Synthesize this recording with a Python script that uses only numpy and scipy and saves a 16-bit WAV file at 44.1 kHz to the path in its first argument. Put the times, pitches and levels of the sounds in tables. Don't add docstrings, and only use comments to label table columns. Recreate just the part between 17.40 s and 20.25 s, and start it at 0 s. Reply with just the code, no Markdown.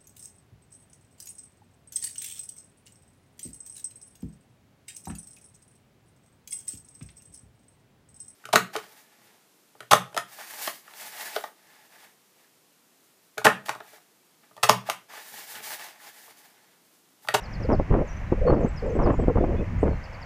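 import sys
import numpy as np
from scipy import signal
from scipy.fft import rfft, irfft
from scipy.io import wavfile
from scipy.ndimage import uniform_filter1d

SR = 44100
rng = np.random.default_rng(int(sys.argv[2]) if len(sys.argv) > 2 else 0)


def wav_record(signal):
    frames = np.transpose(np.atleast_2d(signal))
    bounded = np.clip(frames, -1, 1)
    quanta = np.round(bounded * 32767).astype(np.int16)
    wavfile.write(sys.argv[1], SR, quanta)


N = 125685


# time in seconds, rumble level in dB.
BREEZE = [(0.0, -41.5), (0.402, -21), (0.462, -38.5), (0.51, -18), (0.63, -28.5), (0.65, -34.5),
          (0.84, -33.5), (1.09, -23), (1.4, -33.5), (1.59, -25.5), (2.21, -25), (2.25, -32.5),
          (2.48, -20.5), (2.65, -41), (2.85, -40.5)]
# frequency in Hz, relative level in dB.
RUMBLE_COLOUR = [(8, -29.5), (18, 1.5), (70, -2), (120, -7.5), (180, -11), (275, -21), (420, -30),
                 (1500, -100)]
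RUMBLE_STEADY, RUMBLE_EDDY_S = 0.79, 0.13

# frequency in Hz, relative level in dB.
WEIR_COLOUR = [(200, -13), (380, -10.5), (520, 1), (1000, -2), (1400, -5.5), (2050, -3.5), (2700, -11.5),
               (3300, -21.5), (3800, -26), (6200, -25.5), (7600, -32), (8900, -41.5), (10300, -38.5),
               (15500, -44.5)]
WEIR_DB = -45

# pitch in Hz, level in dB added to the level of the note.
SLUR = [(4980, -26), (5750, -7), (6350, -37), (5900, -9.5), (5400, -3), (4950, 1.5), (4680, -9), (4370, -3),
        (4140, -8)]
# pitch in Hz, added level in dB.
SEEP = [(8200, -14), (6430, -2.5), (5770, 5.5), (5800, 1.5), (5970, 2.5), (5960, -21.5), (6150, 3),
        (6100, -11.5)]
# pitch in Hz, added level in dB.
CHIP = [(5480, -18), (5230, -2), (5000, -14), (4700, -1), (4500, 0), (4250, -12)]
# pitch in Hz, added level in dB.
WAVE = [(7850, -1), (7450, -7), (6740, -9.5), (6040, 5), (6700, -6.5), (7440, -10), (7760, -5), (7720, -2),
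        (7500, -9)]
# pitch in Hz, added level in dB.
TUMBLE = [(5950, -6), (5600, -12.5), (5120, -2), (4960, 0.5), (4750, -13.5), (4440, -0.5), (4100, -14)]
# pitch in Hz, added level in dB.
DIP = [(6200, 3), (7800, 3.5), (7050, -4), (6640, 3.5), (7100, -8), (7400, -8), (7750, -3.5), (7900, -3),
       (7800, -2), (7600, -2)]
# pitch in Hz, added level in dB.
ARCH = [(6480, 6), (7200, -7), (8400, -1), (8200, -3), (7540, -8), (7050, -2)]
# start in seconds, length in seconds, level in dB, shape.
SONG = [(.004, .064, -49.5, SLUR), (0.104, 0.059, -52, SLUR), (0.2, 0.062, -50, SLUR),
        (0.294, .066, -51.5, SLUR), (0.662, 0.13, -60, SEEP), (1.141, 0.015, -56, CHIP),
        (1.207, 0.098, -58.5, WAVE), (1.36, 0.044, -49, TUMBLE), (1.46, 0.12, -62, WAVE),
        (1.621, 0.053, -49, TUMBLE), (1.718, 0.12, -63, DIP), (2.389, .055, -61.5, ARCH),
        (2.637, 0.026, -53, CHIP), (2.727, 0.024, -52, CHIP), (2.815, 0.022, -49, CHIP)]
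# start in seconds, length in seconds, first pitch in Hz, last pitch in Hz, level in dB.
FAR_NOTES = [(0.87, 0.05, 3970, 3770, -69.5), (1.066, 0.05, 4400, 4340, -53),
             (1.812, .035, 3160, 3210, -63.5), (1.99, 0.041, 3430, 3520, -65),
             (2.168, 0.037, 3380, 3540, -62), (2.163, 0.056, 2450, 2580, -55),
             (2.497, .08, 4380, 4100, -68.5), (2.624, .02, 4800, 4650, -64), (2.749, .017, 4850, 4460, -60)]
BIRD_WAVER = .008
BIRD_FLUTTER_DB, FAR_FLUTTER_DB = 2.5, 3
ECHO_DB, ECHO_T60_S = -9.5, 0.49

# start in seconds (middle of the rise),
# seconds from there to the release, body level in dB, tearing treble level in dB.
# The two levels are before BUFFET_DB and TEAR_DB.
BUFFETS = [ (0.202, 0.02, -37, -57), (0.291, 0.029, -22.5, -28), (0.314, 0.033, -23, -32.5),
           (0.396, 0.0062, -20.5, -34), (0.506, 0.018, -23, -36), (0.526, 0.032, -21, -25.5),
           (0.56, 0.048, -24.5, -35.5), (0.614, 0.0041, -20.5, -40), (0.921, 0.0038, -15.5, -34),
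           (1.069, 0.03, -34, -27.5), (1.093, 0.05, -18, -24), (1.135, 0.059, -24, -36.5),
           (1.205, 0.029, -26.5, -37), (1.244, 0.019, -25, -36), (1.422, 0.083, -36.5, -47),
           (1.553, 0.017, -23.5, -40), (1.587, 0.016, -24.5, -29), (1.598, 0.041, -26.5, -32.5),
           (1.656, 0.054, -20, -24.5), (1.719, 0.027, -30.5, -37), (1.788, 0.014, -24.5, -38.5),
           (1.818, 0.021, -25, -42), (1.877, 0.024, -22, -32), (1.954, 0.014, -22.5, -35),
           (1.969, 0.019, -23, -31.5), (2.004, 0.04, -24, -47), (2.037, 0.0083, -19.5, -32),
           (2.057, 0.1, -31, -44.5), (2.179, 0.051, -33, -50.5), (2.431, 0.0085, -19, -32.5),
           (2.451, 0.035, -25, -34.5), (2.481, 0.052, -35.5, -48)]
# frequency in Hz, relative level in dB.
BUFFET_COLOUR = [(40, -2.5), (110, -1), (300, 2.5), (560, -0.5), (750, -12), (1000, -25), (1600, -46),
                 (4000, -91)]
# frequency in Hz, relative level in dB.
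TEAR_COLOUR = [(300, -14), (600, -1), (850, 1.5), (1100, -0.5), (1450, -11), (2050, -18.5), (3000, -31),
               (4200, -53), (8000, -83.5)]
BUFFET_DB, TEAR_DB = 1.5, -1.5
BUFFET_STEADY, BUFFET_EDDY_S = 1, 0.036
FLUTTER_PER_S, FLUTTER_DB = 410, 2
CRACKLE_PER_S, CRACKLE_DB = 860, 7
ATTACK_S, RELEASE_S = 0.0084, 0.0089

# start in seconds (middle of the rise),
# seconds from there to the release, middle pitch in Hz, level in dB.
PORT_NOTES = [(0.246, 0.0088, 480, -30), (0.327, 0.0063, 625.6, -20), (0.591, 0.06, 520, -38),
              (0.978, 0.01, 560, -37), (1.013, 0.02, 504, -27), (1.05, 0.0092, 530, -21.5),
              (1.064, 0.021, 482.4, -17), (1.23, 0.021, 500, -26), (1.426, 0.11, 485, -32),
              (1.625, 0.034, 500, -26.5), (1.881, 0.028, 501, -21.5)]
PORT_WOBBLE, PORT_WOBBLE_PER_S, PORT_FLUTTER_DB = 0.116, 300, 1

# time in seconds, push level in dB, width in seconds.
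SLAPS = [(.301, -19, 0.00023), (.329, -10.5, 0.00028), (.399, -9, 0.0004), (.542, -14.5, 0.00019),
         (1.104, -11.5, .00022), (1.128, -6, 0.00085), (1.249, -9.5, 0.00071), (1.665, -13, 0.00026),
         (1.698, -11, 0.00031), (1.709, -20, 0.00046), (1.883, -4, 0.0006), (1.973, -10, 0.00032),
         (2.042, -9, 0.00043), (2.431, -4, 0.00051)]
# time in seconds, push level in dB.
THUDS = [(0.383, -28), (.515, -9), (.541, -10), (1.014, -13.5), (1.122, -9), (1.602, -13), (1.655, -11),
         (1.786, -12), (1.86, -14), (1.965, -11)]
THUD_S = 0.0046
PUSH_REBOUND = 0.41

WIND_DB = 1
GAIN_KNEE_DB, GAIN_RECOVERY_S = -14, 0.035
TOP_HZ = 15650


def undb(db):
    return 10 ** (np.asarray(db) / 20)


def seconds():
    return np.arange(N) / SR


def unit(x):
    return x / np.sqrt(np.mean(x ** 2))


def walk(rate):
    f = np.arange(N // 2 + 1) * SR / N
    slow_only = np.exp(-(2 * f / rate) ** 2)
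    return unit(irfft(rfft(rng.standard_normal(N)) * slow_only, N))


def tint(x, colour):
    hz, db = np.array(colour, float).T
    f = np.maximum(np.arange(N // 2 + 1) * SR / N, 1)
    gain = undb(np.interp(np.log(f), np.log(hz), db))
    return unit(irfft(rfft(x) * gain, N))


def turbulence(colour, eddy_s, steady):
    x = tint(rng.standard_normal(N), colour)
    size = max(int(eddy_s * SR), 2)
    power = uniform_filter1d(uniform_filter1d(x ** 2, size), size // 2)
    return unit(x / (power + 1e-9) ** (np.clip(steady, 0, 1) / 2))


def puff(start, hold):
    t = seconds() - start
    rise = np.clip(t / ATTACK_S + .5, 0, 1)
    return rise * np.exp(-np.maximum(t - hold, 0) / RELEASE_S)


def rumble():
    at, db = np.array(BREEZE).T
    pressure = turbulence(RUMBLE_COLOUR, RUMBLE_EDDY_S, RUMBLE_STEADY)
    return pressure * undb(np.interp(seconds(), at, db))


def weir():
    return tint(rng.standard_normal(N), WEIR_COLOUR) * undb(WEIR_DB)


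def birds():
    t, out = seconds(), np.zeros(N)
    waver = 1 + BIRD_WAVER * walk(300)
    flutter = walk(200)
    notes = [(*note, BIRD_FLUTTER_DB) for note in SONG]
    for start, length, from_hz, to_hz, db in FAR_NOTES:
        plain = [(from_hz, 0), (to_hz, 0)]
        notes.append((start, length, db, plain, FAR_FLUTTER_DB))
    for start, length, db, shape, flutter_db in notes:
        hz, shape_db = np.array(shape, float).T
        at = np.linspace(0, 1, len(hz))
        u = (t - start) / length
        on = (u > 0) & (u < 1)
        u = u[on]
        phase = 2 * np.pi * np.cumsum(np.interp(u, at, hz) * waver[on]) / SR
        level = undb(db + np.interp(u, at, shape_db) + flutter_db * flutter[on])
        fade = np.minimum(20 * np.minimum(u, 1 - u), 1)
        out[on] += np.sqrt(2) * np.sin(phase) * level * fade
    echo = rng.standard_normal(N) * np.exp(-np.log(1000) * t / ECHO_T60_S)
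    echo /= np.linalg.norm(echo)
    return out + undb(ECHO_DB) * signal.fftconvolve(out, echo)[:N]


def buffets():
    body, tear = np.zeros(N), np.zeros(N)
    for start, hold, db, tear_db in BUFFETS:
        shape = puff(start, hold)
        body = np.maximum(body, shape * undb(db))
        tear = np.maximum(tear, shape * undb(tear_db))
    flutter = undb(FLUTTER_DB * walk(FLUTTER_PER_S))
    low = unit(turbulence(BUFFET_COLOUR, BUFFET_EDDY_S, BUFFET_STEADY) * flutter)
    crackle = undb(CRACKLE_DB * np.tanh(walk(CRACKLE_PER_S) - 1))
    high = tint(rng.standard_normal(N) * crackle, TEAR_COLOUR)
    return undb(BUFFET_DB) * body * low + undb(TEAR_DB) * tear * high


def port_notes():
    uneven_s = np.cumsum(1 + PORT_WOBBLE * walk(PORT_WOBBLE_PER_S)) / SR
    notes = np.zeros(N)
    for start, hold, hz, db in PORT_NOTES:
        notes += undb(db) * puff(start, hold) * np.sin(2 * np.pi * hz * uneven_s)
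    flutter = unit(undb(PORT_FLUTTER_DB * walk(PORT_WOBBLE_PER_S)))
    return np.sqrt(2) * notes * flutter


def push(at, db, width_s):
    u = (seconds() - at) / width_s
    suck = PUSH_REBOUND * np.exp(-(u / 2 - 1) ** 2)
    return undb(db) * (np.exp(-u ** 2) - suck)


def slaps():
    return sum(push(at, db, width_s) for at, db, width_s in SLAPS)


def thuds():
    return sum(push(at, db, THUD_S) for at, db in THUDS)


def scene():
    wind = rumble() + buffets() + port_notes() + slaps() + thuds()
    return (undb(WIND_DB) * wind + weir() + birds())[None]


def record(dry):
    keep = np.exp(-1 / (GAIN_RECOVERY_S * SR))
    power = signal.lfilter([1 - keep], [1, -keep], dry ** 2)
    ducked = dry / np.sqrt(1 + power / undb(GAIN_KNEE_DB) ** 2)
    top_cut = signal.ellip(10, .2, 70, TOP_HZ, fs=SR, output="sos")
    return signal.sosfilt(top_cut, ducked)


dry = scene()
out = record(dry)
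wav_record(out)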